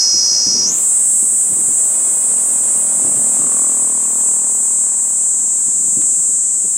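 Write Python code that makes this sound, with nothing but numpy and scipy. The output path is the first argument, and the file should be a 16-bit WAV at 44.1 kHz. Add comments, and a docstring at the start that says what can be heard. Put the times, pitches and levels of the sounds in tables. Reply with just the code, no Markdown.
"""Cicada on a near branch

A close cicada buzzes low, glides up as its abdomen stretches, then sags slowly. Each snap of its
tymbals rings the hollow abdomen; bark and leaves throw the snaps back. Under it, leaves hiss, puffs of
wind brush the microphone and an engine passes far away. Late on, a thin ring joins and one tick sounds."""
import sys
import numpy as np
from scipy import signal
from scipy.fft import rfft, irfft, next_fast_len
from scipy.io import wavfile
from scipy.ndimage import map_coordinates

SR = 44100
rng = np.random.default_rng(int(sys.argv[2]) if len(sys.argv) > 2 else 0)


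def file_out(sig):
    """Save sig as 16-bit WAV at sys.argv[1]."""
    # one column per channel
    cols = np.atleast_2d(sig).T
    # limit, then scale
    lim = np.clip(cols, -1, 1)
    pcm = np.round(lim * 32767).astype(np.int16)
    wavfile.write(sys.argv[1], SR, pcm)


N = 298557
TIME = np.arange(N) / SR

# pace of the song, several snaps to each muscle pull: t/s, snap rate/Hz, pull rate/Hz
SONG_PACE = [(0, 645, 57), (.5, 640, 57), (.66, 637, 89), (.72, 525, 85), (.78, 488, 88), (.95, 473, 89),
             (1.3, 461, 83), (2, 451, 76), (2.73, 443, 60), (2.88, 451, 103), (3.65, 452, 101),
             (5.5, 463, 98), (6.77, 465, 100)]
# effort of the song: t/s, relative level/dB
SONG_EFFORT = [(0, -12.7), (1.2, -12.7), (1.45, -13.8), (3.85, -13.9), (4.05, -15.2), (4.29, -13.5),
               (4.53, -14.8), (4.77, -13.7), (4.94, -15.2), (6, -13.7), (6.5, -14.8)]
# ring of the slack abdomen when tuned to SLACK_RING_HZ: f/Hz, relative level/dB
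SLACK_RING = [(4100, -49), (4350, -21), (4560, -11.5), (4760, -5), (5000, -2.5), (5200, -1), (5400, 4.5),
              (5620, 0), (5840, -1.5), (6060, -8), (6480, -6.5), (6750, -12.5), (9000, -35), (10500, -36),
              (11500, -49), (12800, -52), (13600, -35), (16000, -42)]
# ring of the taut abdomen when tuned to TAUT_RING_HZ: f/Hz, relative level/dB
TAUT_RING = [(3500, -79), (5000, -37.5), (5800, -30.5), (6400, -17.5), (6850, -8.5), (7300, -1.5),
             (7800, 4.5), (8300, 3), (8800, 0), (9500, -9.5), (10200, -16.5), (11400, -54), (13000, -73),
             (22000, -77)]
# dry crackle of the tymbal ribs, whatever the tuning: f/Hz, relative level/dB
RIB_EQ = [(3000, -65), (5000, -30), (6500, -3), (8000, 9.5), (9000, 1), (10000, -6), (11500, -50),
          (15800, -35)]
# steady thin treble hiss at 9-16 kHz: f/Hz, relative level/dB
TREBLE_HISS_EQ = [(6000, -50), (9500, 3), (10500, 1.5), (11500, -6.5), (12600, -3), (14000, -10),
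                  (15800, -10.5)]
# brief dull hiss near 3 kHz during the upward glide: f/Hz, relative level/dB
GLIDE_HISS_EQ = [(1000, -25), (2600, 10), (3600, 9), (6000, -5), (16000, -35)]
# early reflections off the branch and near leaves: delay/s, level/dB
BRANCH_ECHOES = [(.00125, -43), (.00165, -20), (.0029, -13), (.0054, -13.5)]
# pan of the song: t/s, left over right/dB
SONG_PAN = [(0, -2.3), (.7, -.1), (3.2, .1), (3.9, 1.9), (6.3, 1.8), (6.77, 2.5)]
# tone of an exhaust pulse: f/Hz, relative level/dB
EXHAUST_EQ = [(40, -48), (110, -25), (170, -11), (200, -5), (235, 1.5), (275, -5), (340, -12), (440, -6.5),
              (570, -13), (680, -9), (780, -14), (950, -14), (1400, -34), (3000, -48)]
# soft wash of leaves and far road: f/Hz, relative level/dB
WASH_EQ = [(25, -31), (60, -16), (120, -5), (220, -1.5), (400, 0), (800, -2), (1100, -2), (1500, -9),
           (2200, -12.5), (4000, -17), (9000, -9.5), (16000, -68)]
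# fader ride of the wash: t/s, level/dB
WASH_LEVEL = [(0, -41), (.7, -38), (1.1, -44.5), (2, -38), (3.4, -37.5), (4.3, -42), (6.77, -51)]
# fine hiss of the leaves: f/Hz, relative level/dB
LEAF_EQ = [(500, -46), (1500, 6.5), (3000, 4), (6000, 3), (16000, -43)]
# wind rumble common to both microphones: f/Hz, relative level/dB
WIND_MID_EQ = [(25, -41), (50, -31), (90, -10), (140, -2), (210, 1.5), (320, -2), (480, -9.5), (800, -26),
               (1500, -49), (4000, -60)]
# wind rumble that differs between them: f/Hz, relative level/dB
WIND_SIDE_EQ = [(25, -35), (80, -20), (170, -6), (280, 5.5), (500, -7), (1000, -20), (4000, -67)]
# swelling gusts: centre t/s, half length/s, peak level/dB
WIND_GUSTS = [(0.618, .13, -36), (1.592, 0.11, -41.5), (3.1, 0.13, -38), (3.447, 0.086, -38),
              (5.95, 0.24, -47)]
# single sharp puffs: t/s, peak level/dB
WIND_PUFFS = [(0.138, -31), (0.463, -29.5), (0.549, -35), (1.222, -38), (1.514, -40), (1.68, -38),
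              (2.279, -41), (3.044, -35), (3.167, -31), (3.39, -36), (5.433, -47), (5.676, -40.5),
              (5.965, -35.5), (6.172, -39), (6.288, -40.5), (6.639, -36.5)]
# narrow band of the distant ring: f/Hz, relative level/dB
FAR_RING_EQ = [(4800, -50), (5400, -6), (5570, -4), (5750, -17), (6500, -45)]

SLACK_RING_HZ, TAUT_RING_HZ = 5670, 8120


def gain_of(db):
    """Decibels to amplitude."""
    return 10 ** (np.asarray(db) / 20)


def unit_rms(x):
    """Scales to rms 1."""
    return x / np.sqrt(np.mean(x ** 2) + 1e-20)


def blend(start, end, amount):
    """Moves from start to end as amount goes from 0 to 1."""
    return start + (end - start) * amount


def follow(rows, t=TIME):
    """The columns of an automation curve at times t."""
    times, *columns = np.transpose(rows)
    return [np.interp(t, times, column) for column in columns]


def eq_db(eq, hz):
    """Level of an EQ curve at the given frequencies."""
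    f, db = np.transpose(eq)
    return np.interp(np.log(hz + 1), np.log(f + 1), db)


def bell(at_s, width_s, t=TIME):
    """A smooth hump of height 1 around at_s."""
    return np.exp(-((t - at_s) / width_s) ** 2)


def step(at_s, width_s, t=TIME):
    """A smooth rise from 0 to 1 around at_s."""
    return .5 + .5 * np.tanh((t - at_s) / width_s)


def add(mix, at_s, sound):
    """Drops a sound into the mix at at_s."""
    part = mix[max(round(at_s * SR), 0):][:len(sound)]
    part += sound[:len(part)]


def noise(eq):
    """Noise of rms 1 shaped by an EQ curve."""
    padded = next_fast_len(N, True)
    hz = np.fft.rfftfreq(padded, 1 / SR)
    spectrum = rfft(rng.standard_normal(padded)) * gain_of(eq_db(eq, hz))
    return unit_rms(irfft(spectrum, padded)[:N])


def wander(per_s):
    """Smooth random modulation of rms 1 that changes about per_s times a second."""
    knots, coarse = rng.standard_normal(4096), TIME[::64]
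    curve = map_coordinates(knots, [coarse * per_s], order=3, mode="wrap")
    return unit_rms(np.interp(TIME, coarse, curve))


def ring_spectrum(db, bite=1):
    """Spectrum of a ring with these levels along the last axis; bite 1 starts at once, less swells in."""
    log_gain = np.log(gain_of(np.concatenate([db, db[..., -2:0:-1]], -1)))
    phase = -bite * signal.hilbert(log_gain).imag
    return np.exp(log_gain + 1j * phase)[..., :db.shape[-1]]


def colour(x, eq):
    """Lets x ring through a body with the given EQ curve."""
    hz = np.fft.rfftfreq(2048, 1 / SR)
    return signal.oaconvolve(x, irfft(ring_spectrum(eq_db(eq, hz))))[:N]


def formant(x, hz, width_hz):
    """Two resonators in series, each width_hz wide, that follow the curve hz; rms 1 out."""
    carrier = np.exp(2j * np.pi * np.cumsum(hz) / SR)
    pole = np.exp(-np.pi * width_hz / SR)
    for _ in range(2):
        x = 2 * (carrier * signal.lfilter([1 - pole], [1, -pole], x / carrier)).real
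    return unit_rms(x)


def stretched(t=TIME, at_s=.657, rise_s=.088):
    """The abdomen's one quick stretch: 0 slack, 1 taut."""
    return 1 - np.exp(-(np.maximum(t - at_s, 0) / rise_s) ** 1.2)


def stumbling(t=TIME):
    """The song's brief stumble during the stretch, 0 to 1."""
    return bell(.74, .064, t)


def snaps(sway_s=3.6e-5, slack_sway_s=8e-6, jitter_s=1.1e-5):
    """Times and strengths of the snaps: they hurry and lag with every pull of the muscles."""
    unsteady = .0016 + .00092 * (1 - stretched())
    count = np.cumsum(follow(SONG_PACE)[0] * (1 + unsteady * wander(35))) / SR
    times = np.interp(np.arange(int(count[-1]) + 1), count, TIME)
    jitter, accent, slip = rng.standard_normal((len(times), 3)).T
    snap_hz, pull_hz = follow(SONG_PACE, times)
    pull_phase = 2 * np.pi * np.cumsum(pull_hz / snap_hz + .007 * slip)
    scatter_db = .5 + 5.5 * stumbling(times)
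    strength_db = scatter_db * np.minimum(accent, .5) + .33 * np.sin(pull_phase)
    lag = np.cos(pull_phase) + .35 * np.cos(2 * pull_phase)  # a lopsided lurch within each pull
    sway = sway_s + slack_sway_s * (1 - stretched(times))
    looseness = 1 - .5 * bell(1.05, .35, times)  # tightest while the high note is fresh
    return times + looseness * (sway * lag + jitter_s * jitter), gain_of(strength_db)


def abdomen(tuned_hz, hz, body_hz=6100):
    """Response in dB for each snap: several narrow modes when slack, one broad mode when taut."""
    slack_db = eq_db(SLACK_RING, hz * SLACK_RING_HZ / tuned_hz[:, None])
    taut_db = eq_db(TAUT_RING, hz * TAUT_RING_HZ / tuned_hz[:, None])
    morph = np.interp(tuned_hz, [5800, 7200], [0, 1])[:, None]
    body = gain_of(-39) / (1 + ((hz - body_hz) / 430) ** 2)  # a faint mode that holds its pitch
    power = gain_of(blend(slack_db, taut_db, morph)) ** 2 + body ** 2
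    return 10 * np.log10(power / np.mean(power, 1, keepdims=True))


def tymbals(low_hz=5720, high_hz=8243, sag_hz=356.7, shimmer_hz=16.5, crackle_s=.0015):
    """Two tymbals snap in turn; gives the abdomen's ringing tone and the crackle of the ribs."""
    times, strength = snaps()
    taut = stretched(times)
    tuned_hz = blend(low_hz, high_hz, taut) - sag_hz * step(4.02, 1.3, times)
    shimmer_phase = 2 * np.pi * shimmer_hz * times + 2.5 * np.interp(times, TIME, wander(6.2))
    shimmer = (1 - taut) * np.sin(shimmer_phase)  # the slack abdomen wobbles in pitch and level
    drift = .006 * np.interp(times, TIME, wander(7))
    detune = .002 * (-1) ** np.arange(len(times))  # the two tymbals sit slightly apart
    scatter = .0025 * rng.standard_normal(len(times))
    tuned_hz *= 1 + drift + .013 * shimmer + detune + scatter
    size = 640  # samples per ring
    lead = size // 2  # pre-roll for each ring to swell in
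    hz = np.fft.rfftfreq(size, 1 / SR)
    delay_s = times - np.round(times * SR) / SR + lead / SR  # places each ring between samples
    spectra = ring_spectrum(abdomen(tuned_hz, hz), bite=.47)
    rings = irfft(spectra * np.exp(-2j * np.pi * hz * delay_s[:, None]))
    bursts = rng.standard_normal(rings.shape) * np.exp(-np.arange(size) / SR / crackle_s)
    snap_hz = follow(SONG_PACE, times)[0]
    forces = strength * gain_of(.4 * shimmer) / np.sqrt(snap_hz)
    tone, crackle = np.zeros(N + size), np.zeros(N)
    for at_s, force, ring, burst in zip(times, forces, rings, bursts):
        add(tone, at_s, force * ring)
        add(crackle, at_s, force * burst)
    return unit_rms(tone[lead:][:N]), unit_rms(colour(crackle, RIB_EQ))


def treble_hiss(flicker_db=1.6, fade_db_per_s=1.3):
    """A steady thin treble hiss that swells at the glide, then fades."""
    level_db = blend(-31, -17, stretched()) + 10 * stumbling() - fade_db_per_s * TIME
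    return gain_of(level_db + flicker_db * wander(11)) * noise(TREBLE_HISS_EQ)


def glide_hiss(relative_db=-29.5):
    """A brief dull hiss near 3 kHz during the upward glide."""
    return gain_of(relative_db) * stumbling() * noise(GLIDE_HISS_EQ)


def cicada(trim_db=-.55, waver_db=.38):
    """The ringing buzz, with more crackle once the abdomen is taut; two hiss layers ride the same fader."""
    tone, crackle = tymbals()
    crackle_db = blend(-15, -11.5, stretched())
    layers = tone + gain_of(crackle_db) * crackle + treble_hiss() + glide_hiss()
    level_db = follow(SONG_EFFORT)[0] + trim_db - 3 * stumbling() + waver_db * wander(12)
    return layers * gain_of(level_db)


def foliage(x, t60_s=.21):
    """A diffuse reverb tail scattered by the leaves."""
    t = np.arange(SR * 2 // 3) / SR
    tail = rng.standard_normal(len(t)) * gain_of(-60 * t / t60_s) * (t > .002)
    return signal.oaconvolve(x, tail / np.linalg.norm(tail))[:N]


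def tree(song, grove_db=-23, width_db=-17, drift_s=6e-5):
    """Sets the song in stereo among near echoes off bark and leaves and the long tail of the grove."""
    wet = song + gain_of(grove_db) * foliage(song, t60_s=1)
    for delay_s, db in BRANCH_ECHOES:
        echo_time = TIME - delay_s - drift_s * wander(2.5)  # the hand-held microphone drifts
        wet += gain_of(db) * np.interp(echo_time, TIME, song, left=0)
    pan_db = follow(SONG_PAN)[0]
    pair = wet * gain_of(np.array([pan_db, -pan_db]) / 2)
    pair[0] = .8 * pair[0] + .33 * np.roll(pair[0], 1)  # the left microphone is a hair farther away
    return pair + gain_of(width_db) * np.array([foliage(song), foliage(song)])


def engine(nearest_s=3.7, pass_s=1.0, firing_hz=39.45, doppler=.056):
    """A far pass-by: breathy pulses drive exhaust, clatter and rasp, dropping in pitch as it goes by."""
    along = (TIME - nearest_s) / pass_s
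    distance = np.hypot(1, along)  # 1 at the nearest point
    rate_hz = firing_hz * (1 - doppler * along / distance) * (1 + .00064 * wander(20))
    firings = np.cumsum(rate_hz) / SR
    pulses = unit_rms(np.diff(np.floor(firings), prepend=0))
    breath = unit_rms(rng.standard_normal(N) * np.exp(-(firings % 1) / .29))
    drive = pulses + .22 * breath
    drive += gain_of(-12) * foliage(drive)
    doublings = np.log2(distance)
    exhaust = gain_of(-37.6 - 10 * doublings) * unit_rms(colour(drive, EXHAUST_EQ))
    # the block clatters from the front; the rasp takes over once the tailpipe faces the microphone
    from_behind = step(3.35, .07)
    clatter_db = -37.5 - 10 * doublings - 16 * from_behind
    rasp_db = -37.3 - 8.5 * doublings - 16 * (1 - from_behind)
    clatter_hz, rasp_hz = np.full(N, 500), blend(1190, 895, step(nearest_s, .26))
    clatter = gain_of(clatter_db) * formant(drive, clatter_hz, width_hz=400)
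    rasp = gain_of(rasp_db) * formant(drive, rasp_hz, width_hz=250)
    return exhaust + colour(clatter + rasp, [(100, -31.5), (400, -3)])  # low cut and a slight trim


def air(flutter_db=1, start_db=-45.5, calm_db=-53, settle_s=1.23):
    """A soft outdoor bed, topped by leaf hiss that dies down."""
    wash = noise(WASH_EQ) * gain_of(follow(WASH_LEVEL)[0] + flutter_db * wander(50))
    leaves_db = blend(start_db, calm_db, 1 - np.exp(-TIME / settle_s))
    return wash + noise(LEAF_EQ) * gain_of(leaves_db)


def wind(breeze_db=-51, lumps_db=3, side_db=-16.5, puff_rise_s=.008):
    """Lumpy low eddies on the microphone: a light breeze with one lull, a few gusts and sharp puffs."""
    breeze = gain_of(breeze_db - 34 * bell(4.44, .68))
    gusts = sum(gain_of(db) * bell(at_s, half_s) for at_s, half_s, db in WIND_GUSTS)
    envelope = (breeze + gusts) * gain_of(lumps_db * wander(60))
    puff_age = np.arange(SR // 8) / SR / puff_rise_s
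    for at_s, db in WIND_PUFFS:
        add(envelope, at_s, gain_of(db) * puff_age * np.exp(1 - puff_age))
    mid, side = noise(WIND_MID_EQ), gain_of(side_db) * noise(WIND_SIDE_EQ)
    return envelope * np.array([mid + side, mid - side])


def far_ring(at_s=4.6, rise_s=.55, level_db=-49.5):
    """A thin, steady ring of narrow noise fades in, perhaps a far cicada."""
    return noise(FAR_RING_EQ) * gain_of(level_db) * step(at_s, rise_s)


def tick(at_s=6.021, level_db=-16, decay_s=7e-5):
    """One tiny dry click."""
    track, t = np.zeros(N), np.arange(SR // 100) / SR
    add(track, at_s, gain_of(level_db) * np.exp(-t / decay_s))
    return track


def scene():
    """The cicada up front in its tree, over a quiet outdoor backdrop."""
    return tree(cicada()) + far_ring() + engine() + air() + wind() + tick()


def record(dry):
    """A steep master low-pass trims the very top."""
    lowpass = signal.firwin(511, 15850, window=("kaiser", 9), fs=SR)
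    return signal.oaconvolve(dry, lowpass[None], "same")


dry = scene()
out = record(dry)
file_out(out)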